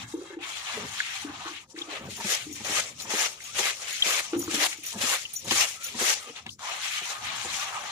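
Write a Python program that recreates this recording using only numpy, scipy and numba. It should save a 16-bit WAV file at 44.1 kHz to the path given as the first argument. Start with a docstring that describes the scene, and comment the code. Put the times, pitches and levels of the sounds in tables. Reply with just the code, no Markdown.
"""A porch: rice on a woven bamboo tray close to two microphone ports, the right one nearer. A hand stirs the
rice, the tray tosses it in quick strokes, the hand stirs again. Random grain ticks and short rings are coloured
into clatter, husk hiss and a drumming weave. Filtered noise makes rubbing hands, a thin whistle and a low
rumble under faint air. Decaying modes make the thumps, scuffles and ticks of the tray, clinking glass bangles,
and hollow wooden knocks further off, with echoes from the yard."""
import sys
import numpy as np
from scipy import signal
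from scipy.fft import rfft, irfft, next_fast_len
from scipy.io import wavfile
from scipy.ndimage import uniform_filter1d
from numba import njit

SR = 44100
rng = np.random.default_rng(int(sys.argv[2]) if len(sys.argv) > 2 else 0)


def inscribe(sig):
    """Save sig as 16-bit PCM at rate SR to the path in sys.argv[1].

    A 1-D sig is mono; a 2-D sig holds one channel per row.
    Samples are clipped to [-1, 1] before scaling.
    """
    pcm = np.round(np.clip(np.atleast_2d(sig).T, -1, 1) * 32767)
    wavfile.write(sys.argv[1], SR, pcm.astype(np.int16))


N = 349217  # samples

# Low rumble around the porch. Each row: frequency in Hz, level in dB per Hz.
RUMBLE_COLOUR = [(25, -45), (45, -29), (75, 0), (120, 1), (170, -3.5), (250, -4.5), (600, -38)]
# Its swells. Each row: start in seconds, length in seconds, level in dB.
SWELLS = [(-0.003, 0.038, -46.5), (0.79, 0.098, -53), (1.242, 0.14, -56.5), (2.052, 0.015, -44.5),
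          (2.447, 0.36, -54.5), (2.93, 0.082, -57), (3.55, 0.041, -56), (4.37, 0.11, -48.5),
          (4.97, 0.046, -53), (5.463, 0.066, -51), (5.913, 0.029, -59), (6.465, 0.037, -53.5),
          (7.21, 0.32, -57), (7.725, 0.11, -62)]
# Faint open air. Each row: frequency in Hz, level in dB per Hz.
AIR_COLOUR = [(25, -2), (60, 13), (150, -23), (400, 11), (1000, -23), (3000, -32), (8000, -39)]
# Far hollow knocks. Each row: time in seconds, peak in dB before the echoes, lowest ring in Hz.
KNOCKS = [(0.14, -23.5, 328), (0.186, -32, 344), (0.214, -34.5, 382), (0.304, -35.5, 384),
          (0.329, -38, 344), (0.369, -30.5, 323), (0.772, -30.5, 426), (1.247, -28.5, 288),
          (1.296, -37.5, 306), (1.457, -36.5, 335), (1.508, -41.5, 312), (1.744, -38.5, 323),
          (1.776, -36.5, 336), (1.811, -39, 325), (1.882, -37, 312), (1.926, -38, 402), (2.467, -34.5, 299),
          (2.493, -36, 300), (2.513, -39, 296), (4.332, -19.5, 337), (4.35, -26, 357), (4.363, -22, 294),
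          (4.405, -36, 335), (4.48, -27, 321), (4.575, -29, 299), (4.627, -36, 324), (4.785, -46, 310)]
# Partials of a knock. Each row: multiple of the lowest ring, level in dB.
KNOCK_PARTIALS = [(1, 3), (1.402, -2.5), (2.7, -3)]
# Bangle clinks. Each row: time in seconds, peak of the first touch in dB, most excited frequency in Hz.
CLINKS = [(2.1644, -33.5, 9110), (2.524, -30, 6900), (3.017, -30, 7700), (3.436, -34, 6460),
          (3.924, -29, 6760), (4.366, -43, 6680), (4.373, -35, 9300), (4.39, -22, 11300),
          (4.415, -32, 5890), (4.433, -30.5, 7300), (4.7694, -39, 6750), (4.8329, -32, 9400),
          (4.858, -25, 11700), (4.863, -28.5, 6750), (4.8895, -35, 9250), (5.333, -24, 9500),
          (5.352, -41, 5890), (5.36, -24.5, 5760), (5.443, -34.5, 9100), (5.8326, -29, 7300),
          (5.84, -23, 10700), (5.861, -32, 5980)]
# Glass rings, before each touch varies them. Each row: frequency in Hz, level in dB, 60 dB decay in seconds.
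BANGLE = [(5890, 0, .14), (6750, 0, .15), (7130, -8, .07), (9120, -8, .08), (9315, -3, .14),
          (10480, -6, .08), (11245, -1, .18), (11700, -9, .1), (12190, -6, .14), (13600, -10, .08),
          (14900, -10, .1)]
# Boom of the whole tray. Each row: frequency in Hz, level in dB, 60 dB decay in seconds.
TRAY = [(138.5, -13.5, 0.14), (220.7, 1.5, 0.064), (330, -9.5, 0.13), (411.3, -2.5, 0.071),
        (520, -7.5, 0.095)]
# Slap of its strips. Each row: frequency in Hz, level in dB, 60 dB decay in seconds.
SLAP = [(736, 3.5, 0.035), (932, 12.5, 0.023), (1236, 8, 0.016), (1794, 1, 0.037)]
# Hands and heap scuffling on the tray.
# Each row: start in seconds, length in seconds, boom in dB, slap in dB re boom.
SCUFFLES = [(0.767, 0.086, -44, -9), (1.695, 0.052, -60.5, -8), (2.005, 0.084, -48.5, -10),
            (2.084, 0.036, -50, -27), (2.2, 0.012, -45, 6.5), (3.053, 0.034, -47.5, 0),
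            (4.94, 0.088, -50.5, 1), (5.457, 0.026, -41.5, -3.5), (5.938, 0.052, -50.5, -1.5)]
# The heap leaving or landing, hands bumping the tray.
# Each row: time in seconds, peak in dB, slap in dB re thump, most excited frequency in Hz.
THUMPS = [(2.246, -29, -3, 219), (2.604, -39, 0.5, 215), (2.693, -29, -3, 352), (3.134, -25, -3, 393),
          (3.592, -30, -2, 486), (4.059, -32, -10, 407), (4.538, -24.5, -19, 312), (4.957, -33, -1, 220),
          (5.034, -29, -18, 243), (5.511, -24, -2, 333), (5.947, -33, -1.5, 230), (6.011, -26, -20, 382),
          (6.267, -42, -16, 540), (6.294, -37.5, -10, 540), (6.463, -40, 0.5, 220), (7.014, -43, 6, 430),
          (7.449, -36.5, 4.5, 563)]
# Single hard ticks on the tray.
# Each row: time in seconds, peak in dB, strongest frequency in Hz, spread of modes in octaves.
TAPS = [(1.002, -15, 1770, 0.47), (1.762, -37.5, 1770, 0.42), (1.787, -29, 3930, 0.59),
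        (1.817, -25.5, 3470, 0.17), (2.999, -26, 3570, 0.89), (3.404, -34, 1890, 0.62),
        (4.023, -7, 3300, 0.33), (4.333, -24, 1550, 2.03), (4.427, -36, 1320, 0.47),
        (4.477, -32.5, 1240, 0.47), (4.727, -23, 2820, 1.37), (5.2537, -25, 2840, 0.15),
        (5.509, -13, 2920, 1.4), (6.368, -34, 2370, 1.8), (6.4643, -24, 3270, 1.68),
        (6.491, -28, 3150, 0.4), (6.5917, -37, 1340, 1.07)]
# A thin airy whistle while the heap slips over the weave.
# Each row: start in seconds, length in seconds, level in dB, first Hz, last Hz.
WHISTLES = [(3.477, 0.055, -53.5, 1100, 1390), (5.763, 0.099, -50.5, 1280, 1376),
            (6.233, 0.046, -46.5, 1200, 1216)]
# Bamboo strips of the rim. Each row: frequency in Hz, width in Hz, level in dB.
RIM = [(870, 78, 6), (1340, 98, -9), (1690, 290, 1), (2130, 180, 0.5), (2710, 84, -2), (3280, 86, 0),
       (3720, 75, 0), (3970, 87, 0), (4460, 130, -16)]
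# Hands rubbing the rim. Each row: start in seconds, length in seconds, level in dB, most excited frequency in Hz.
RUBS = [(0.042, 0.037, -49, 1750), (0.106, 0.1, -56, 3700), (0.26, 0.016, -46.5, 3200),
        (0.319, 0.03, -48.5, 1490)]
# Colours of the rice: clatter, husk hiss, flying spray, weave, belly of the tray.
# Each row: frequency in Hz, level in dB per Hz.
CLATTER = [(300, -69), (900, -17), (1300, 1.5), (2100, 10), (3200, 8), (4200, 3.5), (6000, -26)]
HUSK = [(1500, -112), (3200, -14.5), (5000, -5), (5900, -1.5), (7200, -3), (8000, -8), (9500, -10),
        (12000, -23)]
SPRAY = [(4000, -77), (7000, -18), (9500, 0), (12000, 6), (15500, -10)]
WEAVE = [(100, -85), (380, -18), (540, -16.5), (660, -7.5), (780, -1), (900, -3), (1020, -3.5), (1220, 1),
         (1400, -7), (1800, -6), (3000, -59)]
BELLY = [(100, -43), (250, -14), (420, -3), (560, 3.5), (750, -12.5), (1500, -94)]
# Off the ground the belly sounds. 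Each row: time in seconds, belly level in dB re weave.
LIFTED = [(1.65, -30), (1.9, -6), (6.3, -9), (6.55, -32)]
# A light slide lacks the low clatter. Each row: frequency in Hz, gain in dB.
LIGHT = [(1500, -25), (2000, -5.5), (2600, -2.5)]
# A hand stirring the heap, one list for each spell.
# Each row: time in seconds, clatter in dB, husk hiss in dB re clatter, weave in dB re clatter.
STIRS = [
    [(.39, -57, -21, 5), (.414, -43.5, -16.5, -6), (.495, -39, -5, -8.5), (.512, -42.5, -6, -5),
     (.74, -39, -9, -5), (.86, -43.5, -6.5, -3.5), (.96, -40, -6, -10.5), (1.06, -35.5, -12, -16),
     (1.226, -43, -5, -5.5), (1.3, -49, -11, 1.5), (1.36, -47.5, -9.5, -3.5), (1.47, -45.5, -7, 4.5),
     (1.574, -43.5, -7.5, -13), (1.635, -55, -6, -9), (1.665, -72, -12, 8)],
    [(6.593, -51, -2, -5), (6.616, -45, -5, -2.5), (6.68, -39, -5.5, 0.5), (6.798, -43, -5.5, -2),
     (6.836, -38.5, -1, -11.5), (6.96, -36.5, -4.5, -13), (7.02, -40.5, -6, -9), (7.1, -39.5, -3.5, -6),
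     (7.19, -48.5, -3, 4), (7.302, -38.5, -8.5, -4.5), (7.432, -41, -2.5, -4.5), (7.644, -38, -3.5, -5),
     (7.776, -45.5, -7, 2.5), (7.919, -42.5, -6.5, 0.5)],
]
# Tossed rice showering back. Each row: end in seconds, length in seconds, crest in dB, then first clump,
# lull, last grains and stragglers in dB re crest, then husk and weave at the crest in dB re clatter.
SHOWERS = [(2.351, 0.14, -30.5, -15, -13.5, 0, -8.5, -1.3, -10.5),
           (2.8, 0.15, -32, -6.5, -5, 1.5, -8.5, -2.2, -6),
           (3.265, 0.16, -32, -4, -5.5, -3.5, -11, -0.49, -4.5),
           (3.709, 0.12, -30.5, 1.5, -4.5, -3, -10.5, -1.4, -6.5),
           (4.203, 0.15, -31.5, -4, -2, -2, -10, -0.94, -6.5),
           (4.667, 0.12, -28, 1, -7, -2, -12.5, -1.9, -7.5),
           (5.168, 0.15, -30, -1, -2, -5, -11.5, -1.3, -9.5),
           (5.647, 0.13, -28.5, -1, -6.5, -3.5, -12, -0.3, -8),
           (6.135, 0.14, -29, -6, -2, -2.5, -11.5, -0.29, -7)]
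# The heap sliding as the tray is gripped, tilted or flicked up. Each row: start in seconds, length in seconds,
# clatter in dB, husk in dB re clatter, weave in dB re clatter, fade in dB per second.
SLIDES = [(0.0, 0.032, -45.5, -7.5, -2, -700), (0.085, 0.058, -59, 4.5, 2, -400),
          (0.173, 0.09, -64.5, 8, 4.5, -300), (0.26, 0.07, -61.5, -0.5, 4.5, -300),
          (1.704, 0.022, -69, 9.5, -7, -700), (1.78, 0.066, -49, -5, -3.5, -200),
          (1.902, 0.067, -40.5, -13, -5, -200), (1.975, 0.1, -54, -7.5, -1.5, -200),
          (2.107, 0.27, -46, 0, -29, -150), (2.558, 0.042, -45, -1.5, -18, -200),
          (3.005, 0.0054, -46, 4.5, -6, -250), (3.421, 0.09, -48, -1.5, -17, -200),
          (3.82, 0.074, -43.5, -4.5, -8.5, -200), (3.881, 0.21, -40.5, -1.5, -23, -200),
          (4.23, 0.01, -54, 8.5, -24, -200), (4.342, 0.0057, -42, -23, 0, -350),
          (4.405, 0.11, -48, -2.5, -5, -300), (4.688, 0.049, -48.5, 2.5, -20, -500),
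          (4.843, 0.085, -45.5, -3, -16.5, -250), (5.182, 0.041, -49, 6.5, -31, -350),
          (5.337, 0.16, -53, 1, -20, -200), (5.673, 0.019, -53, 9, -24, -200),
          (5.815, 0.11, -45.5, -2, -12.5, -200), (6.225, 0.081, -47, -3, -8.5, -400),
          (6.364, 0.03, -45.5, -8.5, -5.5, -450), (6.469, 0.014, -48.5, -24, -6, -600),
          (6.506, 0.025, -66.5, 15, -25, -700)]
# Difference between the microphone ports. Each row: frequency in Hz, left minus right in dB.
PORTS = [(60, -4), (250, 2.5), (600, -0.5), (1300, -0.5), (2400, 4.5), (5000, 5.5), (7500, 10.5),
         (9000, -8), (13000, 0.5)]

SWELL_RISE_DB_S, SWELL_FALL_DB_S, LULL_DB, AIR_DB = 266, -124, -67, -73
KNOCK_T60_S, KNOCK_RISE_S = 0.042, .009  # decay of the lowest partial
YARD_T60_S, YARD_DB = 0.3, -2.5
REBOUNDS, REBOUND_S, REBOUND_DB = 3, .035, -7  # loose bangles touch again: latest delay, least loss
# the many short overtones of glass on glass: strongest level re the rings
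CHATTER_DB, CHATTER_T60_S, CHATTER_LO_HZ = -19, .08, 9500
BUMPS_PER_S, SCUFFLE_RISE_DB_S, SCUFFLE_FALL_DB_S = 400, 607, -700
THUMP_RISE_S, SLAP_RISE_S = .009, .01
TAP_RISE_S = .006  # at no spread; a wider tick rises faster
WHISTLE_WAVERS_PER_S, WHISTLE_EDGE_DB_S = 200, 700
RUB_RISE_DB_S, RUB_FALL_DB_S = 700, -400
# at each port: chances of a tick, ticks that sound; dB per unit of random hardness
CHANCES_PER_S, TICKS_PER_S, TICK_SPREAD_DB = 24000, 13000, 2
SLIP_DB, SLIPS_PER_S = 1.15, 45
RING_DB = 0  # ringing grains re ticks
STIR_EDGE_DB_S, SLIDE_RISE_DB_S = 2500, 620
LEAD_S, ONSET_DB_S = 0.021, 541  # the first grains arrive abruptly, this long before the clump rises
CLUMP_S, CLUMP_DB = 0.014, 9.5  # the first clump lands all at once: its rise
FIRST_GRAINS_DB_S, LULL_S, CREST_S = 100, 0.026, 0.036  # climb to the clump; lull after it; crest before the end
DROP_S, TRICKLE_DB_S = 0.012, -100  # the shower breaks off, stragglers trickle on
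WEAVE_GROWTH = 1.13  # dB of weave per dB of shower: it takes weight to drive it
HEAVY_DB, HEAVY_SPAN_DB = -46, 3.5  # clatter level at which it fills out, and how gradually
SPRAY_DB, SPRAY_GROWTH = -20, 0.65  # re husk hiss at -41.5 dB; further dB gained per dB of husk hiss
PATCHY_LIGHT_DB, PATCHY_HEAVY_DB, PATCHES_PER_S = 3.2, 1.5, 40
ALIKE_BELOW_HZ, TOP_HZ = 1130, 15500
LEFT_LATE = 6  # samples, the tray is nearer the right port
FULL_SCALE = .55  # peaks are rounded off towards this


def undb(db):
    """Amplitude ratio of a level in dB."""
    return 10 ** (np.asarray(db) / 20)


def colour(x, points, lo_hz=None, hi_hz=None):
    """Shape x by (Hz, dB) points; with band edges, scale that band of the channels' mean to rms 1."""
    size = next_fast_len(N)
    hz = np.arange(size // 2 + 1) * SR / size + 1e-3  # keeps the logarithm finite at 0 Hz
    p = np.array(points, float)
    spec = rfft(x, size) * undb(np.interp(np.log(hz), np.log(p[:, 0]), p[:, 1]))
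    if lo_hz:
        band = np.abs(spec.mean(axis=0)[(hz > lo_hz) & (hz < hi_hz)]) ** 2
        spec = spec / np.sqrt(2 * band.sum() / size / N)
    return irfft(spec, size)[..., :N]


def curves(rows):
    """Columns of a table, joined by straight lines in time."""
    s, *columns = np.transpose(rows)
    return [np.interp(np.arange(N) / SR, s, c) for c in columns]


def walk(rate):
    """Random levels held 1 / rate s and slewed twice; spread near 1."""
    k = int(SR / rate)
    steps = np.repeat(rng.standard_normal(N // k + 1), k)
    return 1.15 * uniform_filter1d(uniform_filter1d(steps, k), k)[:N]


def plateau(s, length_s, rise_db_s, fall_db_s):
    """Attack, hold from s, release: dB under the top."""
    t = np.arange(N) / SR - s
    return np.minimum(0, np.minimum(rise_db_s * t, fall_db_s * (t - length_s)))


def ports(pair):
    """Long waves reach both ports nearly alike, short ones nearly unrelated."""
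    size = next_fast_len(N)
    mid, side = rfft(pair, size)
    hz = (np.arange(len(mid)) + 1) * SR / size
    apart = 1 / (1 + (ALIKE_BELOW_HZ / hz) ** 3) + 0.08
    return irfft(mid + np.sqrt(apart) * side * np.array([[1], [-1]]), size)[:, :N] / np.sqrt(2)


def add(out, s, peak_db, modes, rise_s):
    """Ring (Hz, dB, t60, phase) modes around time s in both ports, swelling over the contact."""
    t = np.arange(int(max(m[2] for m in modes) * SR)) / SR
    ring = sum(undb(db - 60 * t / t60) * np.sin(2 * np.pi * hz * t + phase) for hz, db, t60, phase in modes)
    ring = ring * np.sin(np.pi / 4 * np.minimum(t / rise_s, 2)) ** 2
    i = int((s - rise_s / 2) * SR)
    ring = ring[:N - i] * undb(peak_db) / np.abs(ring).max()
    out[:, i:i + len(ring)] += ring


def background():
    """A low rumble that comes and goes, over faint open air: two coloured noises."""
    noise = rng.standard_normal(N) + .25 * rng.standard_normal((2, N))  # mostly common to both ports
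    rumble = colour(noise, RUMBLE_COLOUR, 50, 170)
    air = colour(ports(rng.standard_normal((2, N))), AIR_COLOUR, 81, 15000)
    power = undb(2 * LULL_DB)
    for s, length_s, db in SWELLS:
        power = power + undb(2 * (db + plateau(s, length_s, SWELL_RISE_DB_S, SWELL_FALL_DB_S)))
    return rumble * np.sqrt(power) + air * undb(AIR_DB + 3 * walk(6.3))


def knocks():
    """Hollow wooden blows; the yard walls return them as a decaying noise tail."""
    direct = np.zeros((2, N))
    for s, db, hz in KNOCKS:
        modes = [(hz * m, d, KNOCK_T60_S / m, 0) for m, d in KNOCK_PARTIALS]
        add(direct, s, db, modes, KNOCK_RISE_S)
    t = np.arange(SR // 2) / SR
    echoes = rng.standard_normal(len(t)) + 0.45 * rng.standard_normal((2, len(t)))
    echoes = echoes * undb(-60 * t / YARD_T60_S) * (1 - np.exp(-t / 0.0078))
    echoes = echoes * undb(YARD_DB) / np.sqrt(np.mean(np.sum(echoes ** 2, axis=1)))
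    return direct + signal.fftconvolve(direct, echoes, axes=1)[:, :N]


def bangles():
    """Every touch wakes the glass rings in new proportions, most near the struck one, amid a bright chatter."""
    out = np.zeros((2, N))
    for s, db, near_hz in CLINKS:
        for k in range(REBOUNDS + 1):
            chance = rng.random((60, 2))
            late, soft = chance[-1] * (k > 0)
            modes = []
            for (hz, d, t60), (a, b) in zip(BANGLE, chance):
                away_db = (8 + 40 * a) * abs(np.log2(hz / near_hz))
                modes.append((hz * (.996 + .007 * b), d - away_db, t60 * (.25 + .35 * b), 99 * a))
            for a, b in chance[20:50]:
                chatter_hz = CHATTER_LO_HZ + (TOP_HZ - CHATTER_LO_HZ) * a
                modes.append((chatter_hz, CHATTER_DB - 6 * a, CHATTER_T60_S, 2 * np.pi * b))
            add(out, s + REBOUND_S * late, db + REBOUND_DB * ((k > 0) + soft), modes, .005)
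    return out


def scuffles():
    """Runs of small uneven bumps ring the tray and its strips, alike at both ports."""
    bumps = (rng.random((2, N)) < BUMPS_PER_S / SR) * rng.standard_normal((2, N))
    out = 0
    for k, modes in enumerate((TRAY, SLAP)):  # separate bumps for boom and slap
        ring = np.zeros((2, SR // 4))
        add(ring, .001, 0, [(*m, 0) for m in modes], .001)
        rung = signal.fftconvolve(bumps[k], ring[0])[:N]
        swell = 0
        for s, length_s, db, slap_db in SCUFFLES:
            shape_db = plateau(s, length_s, SCUFFLE_RISE_DB_S, SCUFFLE_FALL_DB_S)
            swell = swell + undb(db + k * slap_db + shape_db)
        out = out + rung / rung.std() * swell
    return out


def thumps():
    """The whole tray booms and its strips slap, a little detuned by the load each time."""
    out = np.zeros((2, N))
    for s, db, slap_db, near_hz in THUMPS:
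        chance = rng.standard_normal(5)
        boom = [(hz * (1 + 0.0686 * a), d - 9 * abs(np.log2(hz / near_hz)), t60, 0)
                for (hz, d, t60), a in zip(TRAY, chance)]
        slap = [(hz * (1 + 0.055 * a), d + 3 * a, t60, 0) for (hz, d, t60), a in zip(SLAP, chance)]
        add(out, s, db, boom, THUMP_RISE_S)
        add(out, s, db + slap_db, slap, SLAP_RISE_S)
    return out


def taps():
    """Each tick rings a dense, short cluster of bamboo strip modes."""
    out = np.zeros((2, N))
    for s, db, hz, octaves in TAPS:
        modes = []
        for a, b in rng.uniform(-0.55, 1, (90, 2)):
            mode_hz = min(hz * 2 ** (octaves * a), TOP_HZ)
            modes.append((mode_hz, -9 * abs(a), 0.023 / 2 ** (octaves * a / 2), np.pi * b))
        add(out, s, db, modes, TAP_RISE_S / (1 + 2 * octaves))
    return out


def whistles():
    """A narrow band of noise gliding between two pitches."""
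    t, out = np.arange(N) / SR, 0
    waver = walk(WHISTLE_WAVERS_PER_S) + 1j * walk(WHISTLE_WAVERS_PER_S)
    for s, length_s, db, start_hz, end_hz in WHISTLES:
        turn = 2 * np.pi * np.cumsum(np.interp(t, [s, s + length_s], [start_hz, end_hz])) / SR
        level_db = db + plateau(s, length_s, WHISTLE_EDGE_DB_S, -WHISTLE_EDGE_DB_S)
        out = out + undb(level_db) * np.exp(1j * turn)
    return (out * waver).real


def rubs():
    """Fine friction noise rings the strips of the rim, most of all those under the fingers."""
    size, out = next_fast_len(N), 0
    hz = np.arange(size // 2 + 1) * SR / size
    noise = rfft(rng.standard_normal((2, N)) * undb(4 * walk(90)), size)
    for s, length_s, db, near_hz in RUBS:
        strips = sum(undb(d - 8.4 * abs(np.log2(f / near_hz))) / (1 + (2 * (hz - f) / width) ** 2)
                     for f, width, d in RIM)
        rub = irfft(noise * strips, size)[:, :N]
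        out = out + rub / rub.std() * undb(db + plateau(s, length_s, RUB_RISE_DB_S, RUB_FALL_DB_S))
    return out


def hardness(shape):
    """Most impacts are alike, a few much harder."""
    return undb(TICK_SPREAD_DB * np.minimum(rng.exponential(size=shape), 3))


def ticks():
    """A dense rain of grain impacts at each port."""
    out, count = np.zeros(2 * N), int(CHANCES_PER_S * 2 * N / SR)
    sounds = rng.random(count) < TICKS_PER_S / CHANCES_PER_S
    places = rng.integers(0, 2 * N, count)
    np.add.at(out, places, sounds * rng.standard_normal(count) * hardness(count))
    return out.reshape(2, N)


@njit
def strike(start, turn, size, cycles):
    """Damped rings, each of its own pitch, fading by 1 / e in so many cycles."""
    out = np.zeros(N)
    for k in range(len(start)):
        z, p = size[k] + 0j, np.exp(turn[k] * (1j - 1 / (2 * np.pi * cycles)))
        for i in range(start[k], min(start[k] + int(6 * np.pi * cycles / turn[k]), N)):
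            out[i] += z.imag
            z *= p
    return out


def rings(lo_hz, hi_hz, cycles, per_s):
    """Some grains and bamboo strips ring on after the impact, each at its own pitch."""
    count = int(per_s * N / SR)
    turn = 2 * np.pi / SR * lo_hz * (hi_hz / lo_hz) ** rng.random((2, count))  # radians per sample
    start, size = rng.integers(0, N, (2, count)), hardness((2, count)) * turn
    return np.array([strike(start[c], turn[c], size[c], 1. * cycles) for c in (0, 1)])


def voice(rain, points, lo_hz, hi_hz, cycles, per_s):
    """Ticks and rings in one colour, near rms 1 in the band, wavering a little."""
    ringing = rings(.8 * lo_hz, 1.2 * hi_hz, cycles, per_s)
    both = colour(rain, points, lo_hz, hi_hz) + undb(RING_DB) * colour(ringing, points, lo_hz, hi_hz)
    return both / np.sqrt(1 + undb(2 * RING_DB)) * undb(SLIP_DB * walk(SLIPS_PER_S / 2))


def stirring():
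    """Powers of clatter, husk and weave as the hand stirs, following drawn levels."""
    power = 0
    for rows in STIRS:
        db, husk_db, weave_db = curves(rows)
        db = db + plateau(rows[0][0], rows[-1][0] - rows[0][0], STIR_EDGE_DB_S, -STIR_EDGE_DB_S)
        power = power + undb(2 * np.array([db, db + husk_db, db + weave_db]))
    return power


def shower(end_s, length_s, first_db, lull_db, last_db, stragglers_db):
    """First grains, a clump, a lull, a swell to the crest, a sudden drop, a trickle: dB re the crest."""
    rise_s = -CLUMP_S - length_s
    s = end_s + np.array([rise_s - LEAD_S - 1, rise_s - LEAD_S, rise_s, -length_s, LULL_S - length_s,
                          -CREST_S, 0, DROP_S, DROP_S + 1])
    before_db = first_db - CLUMP_DB
    lead_db = before_db - FIRST_GRAINS_DB_S * LEAD_S
    db = [lead_db - ONSET_DB_S, lead_db, before_db, first_db, lull_db,
          0, last_db, stragglers_db, stragglers_db + TRICKLE_DB_S]
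    return np.interp(np.arange(N) / SR, s, db)


def showering():
    """Powers of clatter, husk and weave as tossed rice falls back; the weave follows its weight more steeply."""
    power = 0
    for end_s, length_s, db, *shape_db, husk_db, weave_db in SHOWERS:
        fall = undb(2 * shower(end_s, length_s, *shape_db))
        top = undb(2 * (db + np.array([[0], [husk_db], [weave_db]])))
        power = power + np.array([fall, fall, fall ** WEAVE_GROWTH]) * top
    return power


def sliding():
    """Powers of clatter, husk and weave as the heap slides: a steep rise, a hold, a fade."""
    power = 0
    for s, length_s, db, husk_db, weave_db, fade_db_s in SLIDES:
        slide = undb(2 * plateau(s, length_s, SLIDE_RISE_DB_S, fade_db_s))
        power = power + slide * undb(2 * (db + np.array([[0], [husk_db], [weave_db]])))
    return power


def patchy(x, depth_db):
    """Each half octave swells and dips on its own as grains catch here and there."""
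    size = next_fast_len(N)
    spec = rfft(x, size)
    octave = np.log2((np.arange(size // 2 + 1) + 1) * SR / size / 1000)  # re 1 kHz
    octave = np.clip(octave, -.5, 3.5)
    out = 0
    for centre in np.arange(-.5, 4, .5):
        band = irfft(spec * np.maximum(0, 1 - 2 * abs(octave - centre)), size)[:, :N]
        out = out + band * undb(depth_db * walk(PATCHES_PER_S))
    return out


def rice():
    """Grains knock each other, husks scrape, the weave answers; the heap slides in small slips."""
    # powers add, over a floor of -120 dB
    clatter_db, husk_db, weave_db = 10 * np.log10(1e-12 + stirring() + showering() + sliding())
    rain = ticks()
    clatter = voice(rain, CLATTER, 1500, 4500, cycles=24, per_s=600)
    heavy = 1 / (1 + np.exp((HEAVY_DB - clatter_db) / HEAVY_SPAN_DB))
    clatter = heavy * clatter + (1 - heavy) * colour(clatter, LIGHT)
    husk = voice(rain, HUSK, 5000, 10000, cycles=45, per_s=700)
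    weave = voice(rain, WEAVE, 650, 1300, cycles=20, per_s=110)
    belly = colour(rain, BELLY, 340, 590) * undb(curves(LIFTED)[0])
    drum = ports(weave + belly)
    # flying grains reach higher than sliding ones
    spray = colour(rain, SPRAY, 9000, 13000)
    spray_db = husk_db + SPRAY_DB + SPRAY_GROWTH * (husk_db + 41.5)
    heap = clatter * undb(clatter_db) + husk * undb(husk_db)
    heap = heap + spray * undb(spray_db) + drum * undb(weave_db)
    heap = patchy(heap, heavy * PATCHY_HEAVY_DB + (1 - heavy) * PATCHY_LIGHT_DB)
    return heap * undb(SLIP_DB * walk(SLIPS_PER_S))


def scene():
    """The rice close by, the sounds of hands, tray and bangles, and the porch behind them."""
    return rice() + rubs() + whistles() + knocks() + thumps() + scuffles() + taps() + bangles() + background()


def record(dry):
    """Each port has its own colour, the left hears a little later; peaks are rounded, the top is cut."""
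    left = colour(dry[0], [(hz, db / 2) for hz, db in PORTS])
    right = colour(dry[1], [(hz, -db / 2) for hz, db in PORTS])
    left = np.concatenate([np.zeros(LEFT_LATE), left[:-LEFT_LATE]])
    rounded = FULL_SCALE * np.tanh(np.array([left, right]) / FULL_SCALE)
    top_cut = signal.ellip(10, .2, 80, TOP_HZ, fs=SR, output="sos")
    return signal.sosfilt(top_cut, rounded)


dry = scene()
out = record(dry)
inscribe(out)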